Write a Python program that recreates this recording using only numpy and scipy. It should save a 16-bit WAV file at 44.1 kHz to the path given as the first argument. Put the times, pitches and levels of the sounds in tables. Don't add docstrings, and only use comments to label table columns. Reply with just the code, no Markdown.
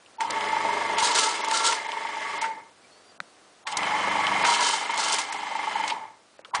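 import sys
import numpy as np
from scipy import signal
from scipy.fft import rfft, irfft
from scipy.io import wavfile
from scipy.ndimage import uniform_filter1d, minimum_filter1d

SR = 44100
rng = np.random.default_rng(int(sys.argv[2]) if len(sys.argv) > 2 else 0)


def nominal_scale(level):
    x = np.asarray(level, float) / 20
    return 10 ** x


def master(y):
    cut = np.clip(np.atleast_2d(y).T, -1, 1)
    pcm = np.round(cut * 32767)
    wavfile.write(sys.argv[1], SR, pcm.astype(np.int16))


N = 291060
T = np.arange(N) / SR
MOVED_S = 3.2
ENGAGE_S, PRESS_S, RELEASE_S, CUT_S = .12, .79, 1.56, 2.26
# switch_on_s, rest_angle_turns, turns lost under load
STROKES = [
    (.18, 0, .31),
    (3.65, -3.58, .16),
    (6.52, -9.5, .2),
]
# after_switch_on_s, level_db
STILL = [(-.03, -25), (.013, -25), (.021, 0), (2.8, 0)]


def placed(far, near):
    return np.where(T < MOVED_S, far, near)


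def unit(x):
    return x / np.sqrt(np.mean(x ** 2))


def unit_each_place(x):
    before, after = (np.sqrt(np.mean(x[part] ** 2)) for part in (T < MOVED_S, T >= MOVED_S))
    return x / placed(before, after)


def walk(rate):
    k = int(SR / rate)
    held = np.repeat(rng.standard_normal(N // k + 1), k)
    return unit(uniform_filter1d(uniform_filter1d(held, k), k)[:N])


def band(x, hz, width):
    return signal.lfilter(*signal.iirpeak(hz, hz / width, SR), x)


def ring(x, modes):
    y = 0
    for k, (hz, width, far_db, near_db) in enumerate(modes):
        y = y + (-1) ** k * nominal_scale(placed(far_db, near_db)) * band(x, hz, width)
    return unit_each_place(y)


def colour(x, points):
    hz, db = np.transpose(points[:-2])
    f = np.maximum(np.arange(N // 2 + 1) * SR / N, 1)
    return unit(irfft(rfft(x) * nominal_scale(np.interp(np.log(f), np.log(hz), db)), N))


def curves(tables, edge_s=0.0045):
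    rows = np.vstack(tables)
    gate = sum((T >= t[0][0]) & (T <= t[-1][0]) for t in tables)
    return uniform_filter1d(1. * gate, int(edge_s * SR)), [np.interp(T, rows[:, 0], c) for c in rows.T[1:]]


def stroke_times(s):
    return np.hstack([on + s for on, _, _ in STROKES])


def cycle(rows):
    s, value = np.transpose(rows)
    return np.interp(T, stroke_times(s), np.tile(value, len(STROKES)))


def staged(dbs, step_s=0.0037):
    *stage, moved = dbs
    ends = [0, ENGAGE_S, PRESS_S, RELEASE_S, CUT_S, CUT_S + .5]
    rows = [(s, db) for a, b, db in zip(ends, ends[1:], stage) for s in (a, b - step_s)]
    return cycle(rows) + cycle(STILL) + moved * (T >= MOVED_S)


def effort():
    # time_s, casing_level_db
    powered = [
        [(.205, -30.5), (.27, -29.5), (.53, -27), (.96, -26.5), (.99, -24), (1.4, -28.5), (1.68, -26.5),
         (1.83, -31), (2.43, -29)],
        [(3.675, -34.5), (3.83, -27), (4.42, -25), (4.47, -21.5), (4.83, -30.5), (5.15, -28), (5.25, -33),
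         (5.77, -28), (5.9, -29.5)],
        [(6.553, -27), (6.6, -32.5)],
    ]
    # from_first_effort_s, relative_db
    onset = [(-.027, -44), (-.02, -6.5), (-.006, -2)]
    # after_cut_s, relative_to_last_effort_db
    coast = [(.03, -1), (.18, -16), (.28, -32), (.37, -47)]

    def around(row, shape):
        return [(row[0] + s, row[1] + db) for s, db in shape]

    gate, (db,) = curves([around(e[0], onset) + e + around(e[-1], coast) for e in powered])
    return gate, db


def motor():
    # spin_up_db, lift_db, press_db, return_db, coast_db, added_second_place_db
    drone_stages = (-18.5, -8.5, -12, -14.5, -13.5, -2.5)
    cover_stages = (-12, -7, -7.5, -10, -14, 1.5)
    gears_stages = (-20, -6.5, -8, -6.5, -10.5, 1)
    gears_near_stages = (7, 1, 0.5, -2, -2.5, 0.5)
    casing_stages = (-0.5, 0.5, -0.5, -0.5, -1.5, -0.5)
    ring_stages = (-50, -49, -50, -50, -4.5, -0.5)
    # first_place_hz, second_place_hz
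    ring_hz = (900, 883)
    # pitch_hz, width_hz, first_place_db, second_place_db
    casing_modes = [(888, 21.7, 6, -24), (957.4, 51.5, 0, -1.5), (838, 134, -10, 4.5), (1024, 91, -30, 2)]
    cover_modes = [(1134, 33, 8.5, 14), (1330, 19, -2.5, -16), (1244, 190, -0.5, 8)]
    gear_modes = [(1687, 121, -4, -7.5), (1903, 270, -6.5, -10), (2084, 54, 2.5, 0),
                  (2187, 25.6, 0.5, -1.5), (2365, 71, -9.5, -9.5)]
    base_modes = [(198, 56, -15.5, -11), (288.5, 29, -6, -5), (420.2, 35, 1.5, -0.5), (522, 90, -3, -1.5),
                  (637, 98, 2, 0)]
    # time_s, throb_depth
    throb = [
        [(.45, 0.044), (.56, 0.92), (.72, 0.56), (1.2, 0.1), (1.45, 0.68), (1.7, 0.3), (1.95, 0.74),
         (2.2, 0.72), (2.48, 0.42)],
        [(3.8, 0.48), (4.1, 0.54), (4.5, 0.46), (4.9, 0.5), (5.3, 0.29), (5.42, 0.59), (5.85, 0.55),
         (5.9, 0.04), (6.6, 0.14)],
    ]
    # after_switch_on_s, pull_0_to_1
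    winding_pull = [(.04, 0.04), (.13, 0.73), (.77, 0.93), (.86, 0), (1.56, 0.16), (1.66, 0.2),
                    (2.22, 0.37), (2.3, 0.1)]
    # pitch_hz, level_db
    mains = [(50, -70), (100, -56.5), (200, -53), (300, -50.5)]

    gate, casing_db = effort()
    drone_db, cover_db, gears_db = (casing_db + staged(dbs) for dbs in (drone_stages, cover_stages, gears_stages))
    gears_db = gears_db + (T >= MOVED_S) * (staged(gears_near_stages) - cycle(STILL))

    angle = shaft()
    spot = (angle + .27) % 1
    uneven = nominal_scale(.6 * rng.standard_normal(170))[(angle + .6).astype(int)]
    strength = np.interp(T, *np.vstack(throb).T) * uneven
    hit = np.exp(-spot / 0.27)
    bounce = 0.22 * (spot > .3) * np.exp((.3 - spot) / 0.11)
    slack = .5 * np.exp((spot - 1) / 0.4)
    tight = strength * (hit + bounce - slack)

    def swell(share, flicker_db):
        g = np.exp(share * uniform_filter1d(tight, 90)) * nominal_scale(flicker_db * walk(70))
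        return g / np.sqrt(uniform_filter1d(g ** 2, SR // 8))

    casing = ring(rattle(angle, .4, 2.5) * swell(.5, 1.2), casing_modes)
    casing = (.8 - .42 * np.minimum(strength, 1.2)) * casing
    coast_level = nominal_scale(staged(ring_stages) + 1.5 * walk(35) + 4.7 * np.cos(2 * np.pi * spot - .8))
    coast = coast_level * np.sin(2 * np.pi * placed(*ring_hz) * T + 0.91 * walk(30))
    casing = nominal_scale(staged(casing_stages) - cycle(STILL)) * casing + np.sqrt(2) * coast
    cover = ring(rattle(angle, 0.39, 1.7) * swell(1.72, 0.55), cover_modes)
    gears = ring(rattle(angle, 0.28, 2.45) * swell(placed(.4, 1.2), 0.7), gear_modes)
    pull = cycle(winding_pull)
    base = nominal_scale(-2.5) * ring(rattle(angle, 0.39, 2.7) * swell(2.4, 2.7), base_modes)
    base = nominal_scale(-5.0) * drone(angle, pull) + base

    sound = nominal_scale(casing_db) * casing + nominal_scale(drone_db) * base
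    sound = sound + nominal_scale(cover_db) * cover + nominal_scale(gears_db) * gears
    hum = sum(nominal_scale(db + 0.79 * walk(5.9)) * np.sin(2 * np.pi * hz * T) for hz, db in mains)
    return gate * sound + knocks(casing_db) + pull * hum


def shaft():
    shaft_hz = 24.4
    s = np.array([0, ENGAGE_S, PRESS_S - .02, RELEASE_S, CUT_S, CUT_S + .1, CUT_S + .4])
    lead = [rest + np.array([.9, -.03, .04, .04 - slip, .21 - slip, -.25 - slip, -4.1 - slip])
            for _, rest, slip in STROKES]
    return shaft_hz * T + uniform_filter1d(np.interp(T, stroke_times(s), np.hstack(lead)), SR // 20)


def rattle(angle, repeat, spread_db, size=1800):
    fresh = rng.standard_normal((170, size)) * nominal_scale(spread_db * rng.exponential(size=size))
    turns = signal.lfilter([1], [1, -np.clip(repeat, 0, .97)], fresh, axis=0)
    return unit(turns[angle.astype(int), (angle % 1 * size).astype(int)])


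def drone(angle, pull):
    # multiple, level_db
    far_lines = [(1, -58), (2, -28), (3, -30), (4, -39), (5, -16), (6, -15), (7, -24), (8, -12), (9, -8.5),
                 (10, -6.5), (11, -12.5), (12, -5), (13, -3.5), (14, -2.5), (15, -12), (16, -21), (17, 3.5),
                 (18, -3), (19, -5.5), (20, -40), (21, -2), (22, -6), (23, -11), (24, 6.5), (25, -13),
                 (26, -5), (27, -1), (28, 3)]
    near_lines = [(1, -34), (2, -31), (3, -30), (4, -16), (5, -11), (6, -15), (7, -11), (8, -2), (9, -7.5),
                  (10, -15), (11, -16), (12, -2.5), (13, -5.5), (14, -8.5), (15, -11), (16, -11), (17, -3),
                  (18, -10), (19, -13), (20, -8), (21, -24), (22, -9.5), (23, -29), (24, -15), (25, -21.5),
                  (26, -19), (27, -0.5), (28, -2)]
    out = 0
    for (k, far_db), (_, near_db) in zip(far_lines, near_lines):
        db = placed(far_db, near_db) + (1.2 if k < 14 else 2.8) * walk(4.77)
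        force = 0.29 + pull if k < 9 else 1
        out = out + nominal_scale(db) * force * np.sin(2 * np.pi * (k * angle + rng.random()))
    return unit_each_place(out)


def knocks(casing_db, size=1600):
    # time_s, peak_db, ring_hz
    far_knocks = [(0.426, -23.5, 912), (0.488, -24.5, 934), (0.529, -16, 899), (0.566, -15, 891),
                  (0.605, -21, 912), (0.649, -15.5, 894), (0.689, -17, 939), (0.73, -19, 926),
                  (0.77, -17.5, 934), (0.812, -20.5, 942), (0.849, -19, 894), (0.896, -18.5, 907),
                  (0.933, -27, 937), (0.979, -15.5, 894), (1.023, -15, 969), (1.069, -17.5, 929),
                  (1.104, -20, 958), (1.148, -24.5, 980), (1.186, -17.5, 969), (1.273, -19, 904),
                  (1.319, -23, 877), (1.351, -26, 869), (1.391, -22, 945), (1.437, -20, 939),
                  (1.478, -18.5, 942), (1.52, -20, 934), (1.571, -23, 1000), (1.606, -22, 872),
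                  (1.645, -17.5, 937), (1.691, -20, 880), (1.729, -19, 964), (1.765, -28, 923),
                  (1.802, -32, 958), (1.848, -26, 883), (1.889, -22.5, 931), (1.93, -23, 939),
                  (1.97, -23, 939), (2.009, -26.5, 891), (2.05, -22, 912), (2.089, -23, 886),
                  (2.127, -30, 891), (2.167, -22, 896), (2.21, -29, 942), (2.249, -25, 888),
                  (2.288, -27, 937), (2.333, -25, 883), (2.372, -29, 894), (2.418, -25.5, 883)]
    near_knocks = [(3.783, -23.5, 848), (3.823, -22.5, 960), (3.881, -23, 840), (3.957, -20, 878),
                   (4.041, -19.5, 975), (4.072, -20.5, 899), (4.109, -19, 969), (4.151, -17.5, 886),
                   (4.191, -16, 884), (4.232, -20.5, 877), (4.273, -19.5, 840), (4.313, -19, 956),
                   (4.353, -18, 796), (4.436, -16.5, 961), (4.486, -13.5, 953), (4.531, -19, 958),
                   (4.595, -16.5, 992), (4.665, -17.5, 953), (4.696, -19, 956), (4.736, -17.5, 897),
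                   (4.772, -23, 800), (4.812, -23, 860), (4.853, -23.5, 958), (4.895, -18, 936),
                   (4.937, -20, 931), (4.993, -19, 890), (5.021, -23, 870), (5.063, -22, 891),
                   (5.105, -21, 874), (5.144, -23, 902), (5.188, -22, 952), (5.228, -27.5, 829),
                   (5.266, -29, 848), (5.309, -26, 890), (5.346, -25.5, 840), (5.39, -24.5, 929),
                   (5.431, -23, 878), (5.474, -23.5, 873), (5.513, -23.5, 898), (5.552, -19, 903),
                   (5.593, -21.5, 880), (5.635, -22, 912), (5.674, -18.5, 885), (5.715, -24.5, 855),
                   (5.756, -16, 870), (5.797, -18.5, 894), (5.838, -20, 877), (5.878, -25.5, 865),
                   (5.918, -21, 930), (5.963, -24.5, 912)]
    rise_s, fall_s, rebound_s = 0.00281, 0.0069, .013
    rebound, over_db = 0.28, 4
    out, t = np.zeros(N + size), np.arange(size) / SR

    def bump(s):
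        return np.exp(-((t - s) / np.where(t < s, rise_s, fall_s)) ** 2)

    for (s, db, hz), (late, turn, back) in zip(far_knocks + near_knocks, rng.random((120, 3))):
        rattle_level = nominal_scale(casing_db[int(s * SR)] + over_db)
        peak = np.sqrt(max(nominal_scale(db) ** 2 - rattle_level ** 2, 0))
        shape = bump(2 * rise_s) * np.sin(2 * np.pi * (hz * t + turn))
        second = bump(2 * rise_s + rebound_s * (0.73 + .4 * late)) * np.sin(2 * np.pi * (hz * t + late))
        shape = shape + 2 * rebound * back * second
        out[int((s - rise_s) * SR):][:size] += peak * shape
    return out[:N]


def grit(spread_db):
    return unit(rng.standard_normal(N) * nominal_scale(spread_db * rng.exponential(size=N)))


def ram():
    # loudest_s, level_db, rise_s, fall_s (rise and fall over 20 dB)
    bite_list = [(.21, -42.5, 0.0085, 0.11), (0.309, -27, 0.0049, 0.007), (.985, -30.5, 0.0096, 0.33),
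                 (1.03, -24.5, 0.037, .1), (1.069, -23.5, 0.057, 0.019), (1.11, -30.5, 0.056, 0.11),
                 (1.152, -24.5, 0.0092, 0.24), (1.22, -29.5, 0.15, 0.23), (1.55, -27, 0.064, 0.23),
                 (1.671, -23.5, 0.091, 0.095), (1.73, -31, 0.048, 0.051), (2.425, -44, 0.018, 0.13),
                 (3.676, -35.5, 0.011, 0.032), (3.723, -36.5, 0.041, 0.019), (3.773, -53, 0.0061, .1),
                 (4.456, -27, 0.018, 0.42), (4.538, -30.5, 0.17, 0.02), (4.62, -29, 0.031, 0.26),
                 (4.67, -29, 0.076, 0.16), (4.74, -32.5, 0.091, 0.13), (5.0, -30.5, 0.05, 0.37),
                 (5.09, -33, 0.25, .1), (5.142, -26.5, 0.072, 0.044), (5.19, -39, 0.016, 0.059),
                 (5.22, -35.5, .1, 0.019), (5.885, -41, .02, 0.065), (6.551, -26.5, 0.0055, 0.021)]
    # spin_up_db, lift_db, press_db, return_db, coast_db, added_second_place_db
    rub_stages = (-26, -17.5, -23, -18, -22.5, 0.5)
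    frame_stages = (-14.5, -12, -10, -13, -20.5, 1.5)
    # pitch_hz, width_hz, first_place_db, second_place_db
    frame_modes = [(2696, 590, 3.5, 2.5), (3091, 66, 11.5, 12.5), (3363, 160, 4, 2),
                   (4120, 190, -0.5, -1.5), (5000, 220, -1, -4)]
    guide_modes = [(1358, 52, -1.5, 0.5), (1670, 18, -0.5, 3), (449, 67, -7.5, -12)]
    # pitch_hz, level_db (per Hz)
    scrape_colour = [(1760, -35), (3000, -9), (3520, -1), (3980, -0.5), (4530, 1.5), (5020, -2), (6680, -2),
                     (9560, -6.5), (10000, -19), (13000, -44), (22000, -120)]

    gate, effort_db = effort()
    bites = 0
    for s, db, rise, fall in bite_list:
        away = np.maximum((s - T) / max(rise, .002), (T - s) / max(fall, .005))
        bites = bites + nominal_scale(db - 20 * away) ** 2
    scrape = np.sqrt(bites + nominal_scale(effort_db + staged(rub_stages)) ** 2)
    shake = np.sqrt(bites * nominal_scale(-7) ** 2 + nominal_scale(effort_db + staged(frame_stages)) ** 2)
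    load = np.clip((20 * np.log10(scrape) + 50) / 18, .25, 1)
    patchy = nominal_scale(load * (.5 * walk(30) + 1.5 * walk(80) + 1.6 * walk(260)))
    frame = shake * ring(grit(3.46), frame_modes) + nominal_scale(-6.5) * scrape * ring(grit(0.93), guide_modes)
    return gate * (scrape * patchy * colour(grit(1.9), scrape_colour) + patchy ** .4 * frame)


def clicks(blows, q, rise_s, soften_db, snap, size=6000):
    out, t = np.zeros(N + size), np.arange(size) / SR
    for s, db, hz, treble_db, t60 in blows:
        fade = np.exp(-np.log(1000) * t / max(t60, .005)) * np.minimum(t / rise_s, 1)
        burst = rng.standard_normal((2, size)) * fade
        burst[:, int(rise_s * SR)] += snap
        body = band(band(burst[0], hz, hz / q), hz, 2 * hz / q)
        crack = band(band(burst[1], 6400, 5500), 5600, 7000)
        blow = body / np.abs(body).max() + nominal_scale(treble_db) * crack / np.abs(crack).max()
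        out[int(s * SR):][:size] += nominal_scale(db - soften_db) * blow
    return out[:N]


def relays():
    # time_s, peak_db, ring_hz, treble_over_peak_db, fade_60_db_s
    snaps = [(0.205, -18, 1870, -6, 0.053), (0.3045, -16, 5700, -18, 0.011),
             (0.9824, -14, 2840, -33, 0.065), (1.1469, -17, 1330, -26, 0.25), (1.444, -21, 2220, -2, 0.047),
             (1.5111, -15.5, 1380, -0.5, 0.023), (1.722, -14.5, 1740, -6.5, 0.039),
             (2.2216, -22, 1700, -28, 0.053), (2.2993, -28, 2080, -32, 0.052),
             (2.4139, -23.5, 2060, 0.5, 0.09), (2.4387, -17, 1640, -31, 0.13),
             (3.668, -19.5, 1830, -14, 0.07), (3.7689, -11, 5500, -6.5, 0.03),
             (4.4483, -8.5, 2030, -33, 0.053), (4.9746, -19, 3000, 0, 0.03),
             (5.1223, -11.5, 6750, -7, 0.017), (5.1831, -17, 2560, 2, 0.085),
             (5.323, -22.5, 1970, -1, 0.048), (5.876, -20, 2900, -1.5, 0.052),
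             (5.898, -14, 2660, -31, 0.098), (6.547, -8.5, 1290, -31, 0.017),
             (6.5515, -19, 1160, -28, 0.036), (1.4831, -23.5, 4000, 2.5, .015),
             (1.6642, -15, 5000, -1, .02), (4.6064, -16, 5550, -6, 0.021), (4.907, -24.5, 4000, -6, .02),
             (4.9411, -26, 5000, -4, .02), (5.128, -14, 6500, -10, .012), (5.1415, -12.5, 6000, -8, .015),
             (5.0369, -18, 5000, -3, 0.018), (5.3078, -40, 5000, -11, 0.012),
             (4.437, -12.5, 940, -30, 0.062)]
    return clicks(snaps, q=1.44, rise_s=0.0025, soften_db=1.9, snap=0)


def fingers():
    # time_s, peak_db, ring_hz, treble_over_peak_db, fade_60_db_s
    tap_list = [(.206, -20, 1810, -32, 0.061), (.232, -26, 1750, -30, .04), (6.549, -18, 1250, -30, .04),
                (6.58, -27, 1700, -30, .05), (.061, -42, 2680, -15, 0.04),
                (3.2025, -17.5, 1440, -24, 0.014), (3.2025, -25.5, 1940, -30, .011),
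                (3.2025, -23, 3640, -21, 0.0081), (3.2025, -47, 6060, -26, 0.01),
                (3.203, -37.5, 605, -30, 0.036), (3.204, -50, 200, -27, .08),
                (6.392, -35.5, 545, -33, 0.023), (6.391, -41, 1900, -20, .015),
                (6.4475, -31.5, 3170, -24, 0.033), (6.4505, -39, 3100, -18, 0.027),
                (6.448, -37, 1310, -32, 0.054), (6.483, -47, 520, -30, 0.07), (6.51, -43, 1310, -33, 0.086)]
    return clicks(tap_list, q=2.8, rise_s=.0004, soften_db=0, snap=9)


def squeals():
    # start_s, loudest_s, end_s, pitch_hz, level_db
    tones = [(.201, 0.215, 0.24, 905, -27), (6.535, 6.54, 6.57, 970, -25), (4.47, 4.51, 4.62, 4070, -36),
             (0.27, .29, 0.42, 2020, -42.5), (1.485, 1.69, 1.71, 1360, -30), (1.18, 1.2, 1.35, 1310, -32.5),
             (4.85, 4.96, 4.985, 2165, -34), (4.58, 4.62, 4.69, 1700, -36), (1, 1.105, 1.22, 965, -29),
             (4.44, 4.5, 4.7, 945, -26), (3.67, 3.74, 3.82, 850, -37.5), (3.88, 3.97, 4.02, 865, -28.5)]
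    waver, flicker_db = 1.35 * walk(45), 2.4 * walk(60)
    out = 0
    for k, (start, top, end, hz, db) in enumerate(tones):
        shift = 9000 * k
        level = nominal_scale(db + np.roll(flicker_db, shift)) * np.interp(T, [start, top, end], [0, 1, 0]) ** 0.69
        out = out + level * np.sqrt(2) * np.sin(2 * np.pi * hz * T + np.roll(waver, shift))
    return out


def bench():
    # time_s, level_db
    thuds = [
        (.99, -33),
        (1.03, -22.5),
        (1.725, -48),
        (4.46, -38),
        (4.75, -44),
        (5.0, -51),
        (5.191, -43),
        (5.9, -51),
        (6.59, -31),
    ]
    return sum(nominal_scale(db) * (T - s) / 0.0067 * np.exp(-((T - s) / 0.0019) ** 2) for s, db in thuds)


def bird():
    # time_s, pitch_hz, level_db
    whistles = [
        [(2.9, 4402, -81), (2.924, 4350, -59), (3.036, 4645, -72), (3.102, 4780, -58), (3.14, 4190, -77)],
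        [(3.25, 4380, -71), (3.298, 4405, -69), (3.32, 4487, -79)],
        [(2.83, 2570, -77), (2.848, 2300, -56), (2.87, 2393, -71)],
    ]
    gate, (hz, db) = curves(sorted(whistles), edge_s=.015)
    return gate * np.sqrt(2) * nominal_scale(db) * np.sin(2 * np.pi * np.cumsum(hz) / SR)


def room():
    # pitch_hz, level_db (per Hz)
    hiss_colour = [(15, -50.5), (25, -28), (211, -10), (251, -7), (404, -4.5), (447, -3.5), (795, -4),
                   (857, -6.5), (1190, -6), (2280, -12), (4600, -13.5), (5210, -14.5), (10000, -18.5),
                   (13000, -53), (22000, -120)]
    # time_s, level_db
    hiss_level = [(0, -56), (.15, -53.5), (2.75, -56.5), (2.9, -54.5), (3.6, -55), (6.25, -58), (6.6, -54)]
    level_db = np.interp(T, *np.transpose(hiss_level)) + 0.34 * walk(1.9)
    return nominal_scale(level_db) * colour(rng.standard_normal(N), hiss_colour)


def scene():
    press = motor() + ram() + relays() + fingers() + squeals() + bench()
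    return (press + bird() + room())[None]


def lose_weak_treble(x, top_hz, size=512):
    # start_s, length_s, lost_above_hz
    gaps = [(.312, .012, 5200), (1.132, .014, 7500), (1.412, .024, 6500), (1.468, .012, 7500),
            (2.385, .026, 5200), (4.434, .01, 5200), (4.88, .02, 9000), (4.926, .012, 7200),
            (4.948, .008, 7800), (4.964, .008, 6000), (5.305, .014, 6000), (6.42, .024, 2800)]
    f, t, z = signal.stft(x, SR, nperseg=size)
    power = np.abs(z) ** 2 + 1e-18
    loud_db = 10 * np.log10(power.sum(axis=0))
    ahead_db = -minimum_filter1d(-loud_db, size=5, origin=-2)
    short_db = rng.exponential(1.5, z.shape[1])
    band_hz = 690
    for lo in np.arange(1500, top_hz, band_hz):
        rows = (f >= lo) & (f < lo + band_hz)
        band_db = 10 * np.log10(power[rows].sum(axis=0))
        below_db = .4 * (ahead_db - band_db) + 1.45 * (ahead_db - loud_db)
        luck_db = short_db + np.repeat(rng.exponential(5.5, z.shape[1]), 2)[:z.shape[1]]
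        lost = .5 * below_db + luck_db * min(lo / 5500, 1) ** 2 > 22
        z[rows] *= np.where(lost, .03, 1)
        if lo > 4800:
            z[rows] *= np.where(power[rows] < .45 * power[rows].mean(axis=0), .1, 1.05)
    for s, length, hz in gaps:
        z[np.ix_(f > hz, (t >= s) & (t <= s + length))] *= .03
    return signal.istft(z, SR, nperseg=size)[1][:N]


def roll_off(x):
    return signal.sosfilt(signal.butter(12, 10510, fs=SR, output="sos"), x)


def record(dry):
    top_hz = 10120
    rounded = .45 * np.tanh(dry[0] / .45)
    thinned = lose_weak_treble(rounded, top_hz)
    low_pass = signal.ellip(12, .2, 90, top_hz, fs=SR, output="sos")
    mix = signal.sosfilt(low_pass, thinned)[None]
    return roll_off(mix)


dry = scene()
out = record(dry)
master(out)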